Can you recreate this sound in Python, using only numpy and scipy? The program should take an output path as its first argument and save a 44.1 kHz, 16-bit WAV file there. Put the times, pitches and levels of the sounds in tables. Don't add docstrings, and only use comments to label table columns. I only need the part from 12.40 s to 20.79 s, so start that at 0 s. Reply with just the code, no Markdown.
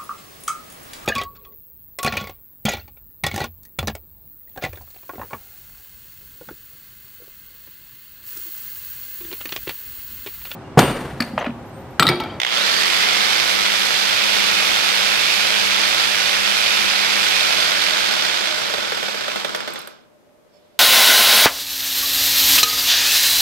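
import sys
import numpy as np
from scipy import signal
from scipy.fft import rfft, irfft, next_fast_len
from scipy.io import wavfile
from scipy.ndimage import uniform_filter1d, map_coordinates

SR = 44100
rng = np.random.default_rng(int(sys.argv[2]) if len(sys.argv) > 2 else 0)


def wav_out(sig):
    wavfile.write(sys.argv[1], SR, np.round(np.clip(np.atleast_2d(sig).T, -1, 1) * 32767).astype(np.int16))


def invert_db(level):
    return 10 ** (np.asarray(level, dtype=float) / 20)


N = 369996

FULL_RATE = 54.5
STALL_S, STALL_DB_PER_S = 7.385, 87
DAMPED_S, DAMPED_DB_PER_S = 7.4, 101

# time in seconds, peak level in dB.
LAST_STROKES = [(6.571, -16), (6.628, -13.5), (6.683, -15.5), (6.7432, -17.5), (6.8081, -17.5),
                (6.88, -14.5), (6.958, -13.5), (7.0461, -12), (7.1474, -12), (7.2758, -14.5),
                (7.4729, -27.5)]


def unit(x):
    return x / np.sqrt(np.mean(x ** 2) + 1e-20)


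def along(points, hz):
    f, v = np.transpose(points)
    return np.interp(np.log(hz + 1), np.log(f + 1), v)


def clock():
    return np.arange(N) / SR


def after(start_s, db_per_s):
    return -db_per_s * np.clip(clock() - start_s, 0, None)


def spell(on_s, off_s, db, rise_db_per_s, fall_db_per_s):
    return db - rise_db_per_s * np.clip(on_s - clock(), 0, None) + after(off_s, fall_db_per_s)


def wobble(rate):
    at = np.arange(0, N + 8, 8)
    knots = rng.standard_normal(int(N * rate / SR) + 4)
    return np.interp(np.arange(N), at, map_coordinates(knots, [at * rate / SR]))


def filtered(x, response):
    m = next_fast_len(N + SR // 2)
    return irfft(rfft(x, m) * response(np.fft.rfftfreq(m, 1 / SR)), m)[..., :N]


def coloured(x, spectrum):
    gain = lambda hz: invert_db(along(spectrum, hz))
    return filtered(x, lambda hz: gain(hz) / np.sqrt(np.mean(gain(hz) ** 2)))


def resonant(x, modes):
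    def response(f):
        total = 0
        for k, (c, w, db) in enumerate(modes):
            total = total + (-1) ** k * invert_db(db) * 1j * f * w / (c * c - f * f + 1j * f * w)
        return total
    return filtered(x, response)


def noise():
    return rng.standard_normal((2, N))


def spikes(s, db):
    at = np.round(np.asarray(s) * SR).astype(int)
    return np.bincount(np.clip(at, 0, N - 1), invert_db(db), N)


def bursts(s, db, rise, t60, crack=0.):
    t = np.arange(SR // 8) / SR
    shape = (1 - np.exp(-t / rise)) * invert_db(-60 * t / t60)
    level = np.abs(signal.fftconvolve(spikes(s, db), shape)[:N])
    return level * noise() + crack * spikes(s, db)


def speed():
    # shortfall in strokes per s, time constant in seconds.
    run_up = [
        (35, .35),
        (11.5, .05),
    ]
    cut_s, drag_s, rub_rate = 5.03, 4, 56
    t = clock()
    driven = FULL_RATE - sum(short * np.exp(-t / tau) for short, tau in run_up)
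    coasting = (FULL_RATE + rub_rate) * np.exp(-(t - cut_s) / drag_s) - rub_rate
    return np.clip(np.minimum(driven, coasting), 1, None)


def slowness_db():
    return 20 * np.log10(speed() / FULL_RATE)


def crank():
    turns = np.cumsum(speed()) / SR
    last = np.array(LAST_STROKES)[:, 0]
    turns -= turns[round(last[0] * SR)]
    gap = np.diff(last)
    back = last[:-1] + gap * (.5 - .45 * gap)
    reversals = np.sort(np.r_[last, back])
    slow = np.interp(clock(), reversals, np.arange(2 * len(last) - 1) / 2)
    turns = np.where(turns < 0, turns, slow)
    return turns, uniform_filter1d(np.gradient(turns) * SR, size=2000)


def teeth(turns):
    # time in seconds, level in dB.
    press = [(0, -19), (.07, -7), (.15, 1.5), (.35, 1.5), (1.2, 0), (2.5, 0), (3.8, -.5), (4.7, -0.5),
             (5.9, 1.5), (6.4, 0), (6.95, 1.5), (7.25, -1)]
    # frequency in Hz, density in dB per Hz.
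    rasp_hz_db = [(410, -46), (700, -10.5), (1140, -10.5), (1370, -5), (1890, -5.5), (2470, 0),
                  (2840, -1.5), (4540, -7), (6890, -18.5), (9000, -23.5), (11700, -50.5), (19800, -120)]
    fizz_hz_db = [(3530, -7.5), (6000, -5.5), (10000, -7), (11300, -7.5), (14000, -12.5), (15600, -15.5)]
    bench_hz_db = [(60, -52.5), (130, -12), (200, -7), (474, -5), (741, -9.5), (1300, -6.5), (1700, -29),
                   (2900, -120)]
    slow_db = slowness_db()
    rasp_db = -18.5 + 0.87 * slow_db
    fizz_db = -31.5 + 0.99 * slow_db + after(7.2, 60)
    bench_db = -30.5 + 0.32 * slow_db + 0.95 * wobble(2.834)
    press_s, press_db = np.transpose(press)
    engaged = invert_db(np.interp(clock(), press_s, press_db))
    biting = invert_db(after(STALL_S, STALL_DB_PER_S))
    bite = invert_db(-2 * (2 * turns % 1) - 1.5 * (turns % 1))
    grit = lambda depth_db, rate: invert_db(depth_db * wobble(rate))
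    rasp = coloured(unit(bite * grit(1.52, 500) * grit(0.55, 30) * noise()), rasp_hz_db)
    fizz = coloured(unit(bite * grit(2, 1500) * grit(0.57, 20) * grit(0.38, 8) * noise()), fizz_hz_db)
    bench = coloured(unit(bite * noise()), bench_hz_db)
    return engaged * (biting * (invert_db(rasp_db) * rasp + invert_db(bench_db) * bench) + invert_db(fizz_db) * fizz)


def knocks(turns):
    # frequency in Hz, density in dB per Hz.
    clank_hz_db = [(530, -45), (900, -10), (1480, 0.5), (2660, -5), (2890, -3.5), (3630, -4.5),
                   (4230, -12.5), (12400, -29), (15500, -28.5)]
    # frequency in Hz, width in Hz, level in dB.
    thud_modes = [(206, 60, -11), (425, 60, -4.5), (580, 78, -2.5), (880, 200, -14.5), (1462, 94, -8)]
    thud_db, back_db, blurred_db, scatter_db = 17.5, -5.5, -.5, 2.5
    at = np.flatnonzero(np.diff(np.floor(2 * turns)) > 0) + 1
    half = np.round(2 * turns[at]).astype(int)
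    is_back, at_speed = half % 2, half < -12
    peak_db = np.array(LAST_STROKES)[np.clip(half // 2, 0, len(LAST_STROKES) - 1), 1]
    chance = (half < 0) * np.clip(rng.standard_normal((2, len(at))), -2, 1)
    s = at / SR + .0007 * chance[0]
    start_db = -40 * np.clip(.15 - s, 0, 1) / .15
    db = peak_db + blurred_db * at_speed + scatter_db * chance[1] + is_back * back_db + start_db
    clank = coloured(bursts(s, db - 3, rise=.0008, t60=.04, crack=.6), clank_hz_db)
    low_db = db + thud_db - 8 * is_back - 8.5 * at_speed
    thud = resonant(bursts(s, low_db, rise=.002, t60=.05, crack=7), thud_modes)
    return clank + thud


def gear_whine(turns):
    # multiple of stroke rate, blur in Hz, running level in dB, steady share 0-1.
    gears = [(22, 14, -52, .45), (42.5, 190, -31, 0), (108, 85, -40, .25)]
    # start in seconds, end in seconds, level in dB, rise and fall in dB per s.
    surges = [
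        (5.64, 5.95, -36, 60, 25),
        (.16, .9, -25.5, 150, 6),
        (.11, .29, -25.5, 200, 70),
    ]
    whine = 0
    for (k, blur_hz, db, steady), surge in zip(gears, surges):
        level_db = np.maximum(db + 1.3 * slowness_db(), spell(*surge))
        blurred = unit(filtered(noise(), lambda f: 1 / (1 + (f / blur_hz) ** 2)))
        strength = steady + np.sqrt(1 - steady ** 2) * blurred
        whine = whine + invert_db(level_db) * strength * np.sin(2 * np.pi * k * turns)
    return whine * invert_db(after(STALL_S, STALL_DB_PER_S))


def starting_jolts():
    # frequency in Hz, density in dB per Hz.
    jolt_hz_db = [(120, -50), (250, -20), (470, -4), (1100, -8), (1800, -3), (3200, 2.5), (4300, -13),
                  (6300, -17), (9000, -27), (15500, -36)]
    kick_s, buzz_s = .0161 * np.arange(5), .00833 * np.arange(15)
    s = np.r_[.0003 + kick_s, .0724 + buzz_s]
    buzz_db = -18.5 + 36.5 * buzz_s + 2 * rng.standard_normal(len(buzz_s))
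    db = np.r_[-9.5 + 0 * kick_s, buzz_db]
    return invert_db(8) * coloured(bursts(s, db, rise=.0015, t60=.013, crack=.6), jolt_hz_db)


def singing():
    # frequency in Hz, width in Hz, level in dB.
    squeal_modes = [(2520, 300, 0)]
    block_modes = [(591, 82, -2), (1484, 136, 2.5), (5380, 83, -9.5), (6520, 130, -14.5), (7700, 47, -9.5)]
    # start in seconds, end in seconds, level in dB, rise and fall in dB per s.
    pinched = (2, 5, -26, 17, 39.5)
    eased = (5.4, 6, -31.5, 4, 7)
    # frequency in Hz, start in seconds, end in seconds, level in dB.
    blade_modes = [
        (13600, .3, 2.8, -52.5),
        (11140, 2.1, 4.2, -47.5),
        (12300, 5.9, 6.75, -56),
    ]
    width_hz, fade_db_per_s = 170, 14
    damped_db = after(DAMPED_S, DAMPED_DB_PER_S)
    squeal = invert_db(spell(*pinched) + wobble(6.1)) * unit(resonant(noise(), squeal_modes))
    blade = 0
    for hz, on_s, off_s, db in blade_modes:
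        tone = unit(filtered(noise(), lambda f: 1 / (1 + ((f - hz) / width_hz) ** 2)))
        blade = blade + invert_db(spell(on_s, off_s, db, fade_db_per_s, fade_db_per_s) + damped_db) * tone
    broad_modes = [(hz, 3 * w, 0) for hz, w, _ in block_modes]
    block = unit(resonant(resonant(noise(), block_modes), broad_modes))
    return squeal + blade + invert_db(spell(*eased) + damped_db) * block


def small_metal():
    # time in seconds, peak level in dB.
    ticks_s_db = [(6.9566, -33.5), (7.0424, -36), (7.1477, -32.5), (7.1606, -24), (7.2779, -41),
                  (7.2863, -37), (7.3043, -34.5), (7.3363, -25), (7.39, -26.5), (7.416, -35), (7.4729, -27)]
    # frequency in Hz, width in Hz, level in dB.
    scrape_modes = [(2310, 90, -7.5), (4520, 50, -3), (5260, 60, -3.5), (7250, 61, -11.5)]
    # start in seconds, end in seconds, level in dB, rise and fall in dB per s.
    lifts = [
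        (8.09, 8.19, -76, 2001, 370),
        (8.137, 8.172, -63, 1300, 650),
    ]
    # start in seconds, end in seconds, level in dB, rise and fall in dB per s.
    stir = (8.15, 8.39, -68.5, 150, 5)
    tick_hz_db = [(5000, -34.5), (8500, 1.5), (14000, -1.5), (15800, -13)]
    rustle_hz_db = [(600, -30), (2000, -2), (3500, 0), (5500, -12.5), (12000, -40)]
    ticks = invert_db(-3.5) * coloured(bursts(*np.transpose(ticks_s_db), rise=.0002, t60=0.02), tick_hz_db)
    rustle = invert_db(spell(*stir)) * unit(coloured(noise(), rustle_hz_db))
    lift_db = np.max([spell(*move) for move in lifts], axis=0)
    scrape = invert_db(lift_db) * unit(resonant(noise(), scrape_modes) + .015 * noise())
    return rustle + ticks + scrape


def unbalance(turns, rate):
    # multiple of stroke rate, level in dB.
    orders = [(2, -46), (4, -37.5), (5, -47), (6, -46), (7, -45), (8, -47), (9, -44), (10, -45), (11, -45),
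              (14, -41.5), (15, -43.5)]
    # frequency in Hz, density in dB per Hz.
    rumble_hz_db = [(15, -27.5), (25, -7), (70, -3), (130, 1.5), (250, -26.5), (500, -120)]
    shake = 0
    for k, db in orders:
        right = min(-.6 + 0.18 * max(k - 8, 0), .3)
        line = invert_db(db + 2.4 * wobble(6)) * np.sin(2 * np.pi * k * turns + 0.37 * wobble(8))
        shake = shake + line * [[1], [right]]
    rumble = invert_db(-51 + after(7.05, 25)) * coloured(noise(), rumble_hz_db) * invert_db([[-5], [4]])
    lowest_mode = unit(resonant(rng.standard_normal(N), [(216.5, 12, 0)]))
    boom = invert_db(spell(0, 7, -41, 23, 28.5)) * lowest_mode
    pace = rate / FULL_RATE
    return boom * [[1], [-.6]] + pace ** 3.5 * shake + pace ** .7 * rumble


def room(x):
    # frequency in Hz, t60 in seconds.
    decay = [(200, 0.17), (2000, 0.54), (10000, 0.19)]
    hz, t, z = signal.stft(rng.standard_normal((2, SR // 2)), SR, nperseg=256)
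    z = z * invert_db(-60 * t / along(decay, hz)[:, None])
    tail = signal.istft(z, SR, nperseg=256)[1]
    late = np.pad(x, ((0, 0), (300, 0)))
    return signal.fftconvolve(late, tail / np.linalg.norm(tail[0]), axes=1)[:, :N]


def ports(pair):
    # frequency in Hz, likeness of the sides 0-1.
    alike = [(25, .1), (60, .5), (130, .82), (290, .8), (640, .55), (1400, .45), (2500, .4), (4500, .28),
             (8000, .1), (15000, .15)]
    # frequency in Hz, lead of the left in radians, apart from its later arrival.
    lead = [(0, 3.2), (260, 3.9), (780, 3.8), (1290, 5.8), (2500, 6.4), (15000, 6.3)]
    # frequency in Hz, left minus right in dB.
    sides = [(25, -8), (60, -3.5), (110, -1.5), (200, 1.5), (380, -2), (700, -1.5), (1290, 2), (2380, -5),
             (4400, -9), (8120, -3.5), (15000, -1.5)]
    # frequency in Hz, width in Hz, left level in dB, right level in dB.
    steel = [(604, 40, 1.5, 0), (1364, 51, 2.5, -9), (2635, 700, -4.5, -4), (3505, 360, -4, 2.5),
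             (4680, 190, -3, 3), (5415, 640, -2.5, 3.5), (6200, 300, 3.5, 2), (7700, 250, 1, 2.5),
             (9600, 250, -4.5, 1), (11100, 270, 3, 1.5), (12500, 350, -0.5, 5), (13600, 250, 0, 4)]
    left_late_s = .00043
    share = lambda hz: np.clip(along(alike, hz), 0, 1)
    phase = lambda hz: along(lead, hz) - 2 * np.pi * hz * left_late_s
    shared = filtered(pair[0], lambda hz: share(hz) * np.exp(-1j * phase(hz)))
    own = filtered(pair[1], lambda hz: np.sqrt(1 - share(hz) ** 2))

    def response(hz):
        db = along(sides, hz) * [[.5], [-.5]]
        for c, w, left_db, right_db in steel:
            db = db + np.array([[left_db], [right_db]]) / (1 + (2 * (hz - c) / w) ** 2)
        return invert_db(db)
    return filtered(np.array([pair[0], shared + own]), response)


def workshop():
    # time in seconds, peak level in dB, slope in dB per s.
    swells = [
        (7.9, -57, 30),
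        (8.164, -53, 200.5),
        (8.25, -51, 200),
        (8.39, -57, 43),
    ]
    # frequency in Hz, density in dB per Hz.
    air_hz_db = [(15, -47), (25, -18.5), (60, -19.5), (150, -12), (314, -9.5), (594, -9), (775, -15.5),
                 (2500, -27), (8000, -35.5), (14500, -37), (14800, -70)]
    hum_db = np.max([spell(s, s, db, slope, slope) for s, db, slope in swells], axis=0).clip(-64)
    mid, side = unit(resonant(noise(), [(596, 11, 0)]))
    hum = invert_db(hum_db + 1.8 * wobble(15)) * (mid + .4 * side * [[1], [-1]])
    return hum + invert_db(-55.5) * coloured(noise(), air_hz_db)


def scene():
    turns, rate = crank()
    motor = gear_whine(turns) + starting_jolts()
    saw = teeth(turns) + knocks(turns) + motor + singing() + small_metal()
    return ports(saw + invert_db(-9.5) * room(saw)) + unbalance(turns, rate) + workshop()


def band_limit(x):
    return signal.sosfilt(signal.butter(12, 15710, fs=SR, output="sos"), x)


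def record(dry):
    soft = dry / (1 + np.abs(dry / .85) ** 5) ** (1 / 5)
    return band_limit(filtered(soft, lambda hz: hz < 15720))


dry = scene()
out = record(dry)
wav_out(out)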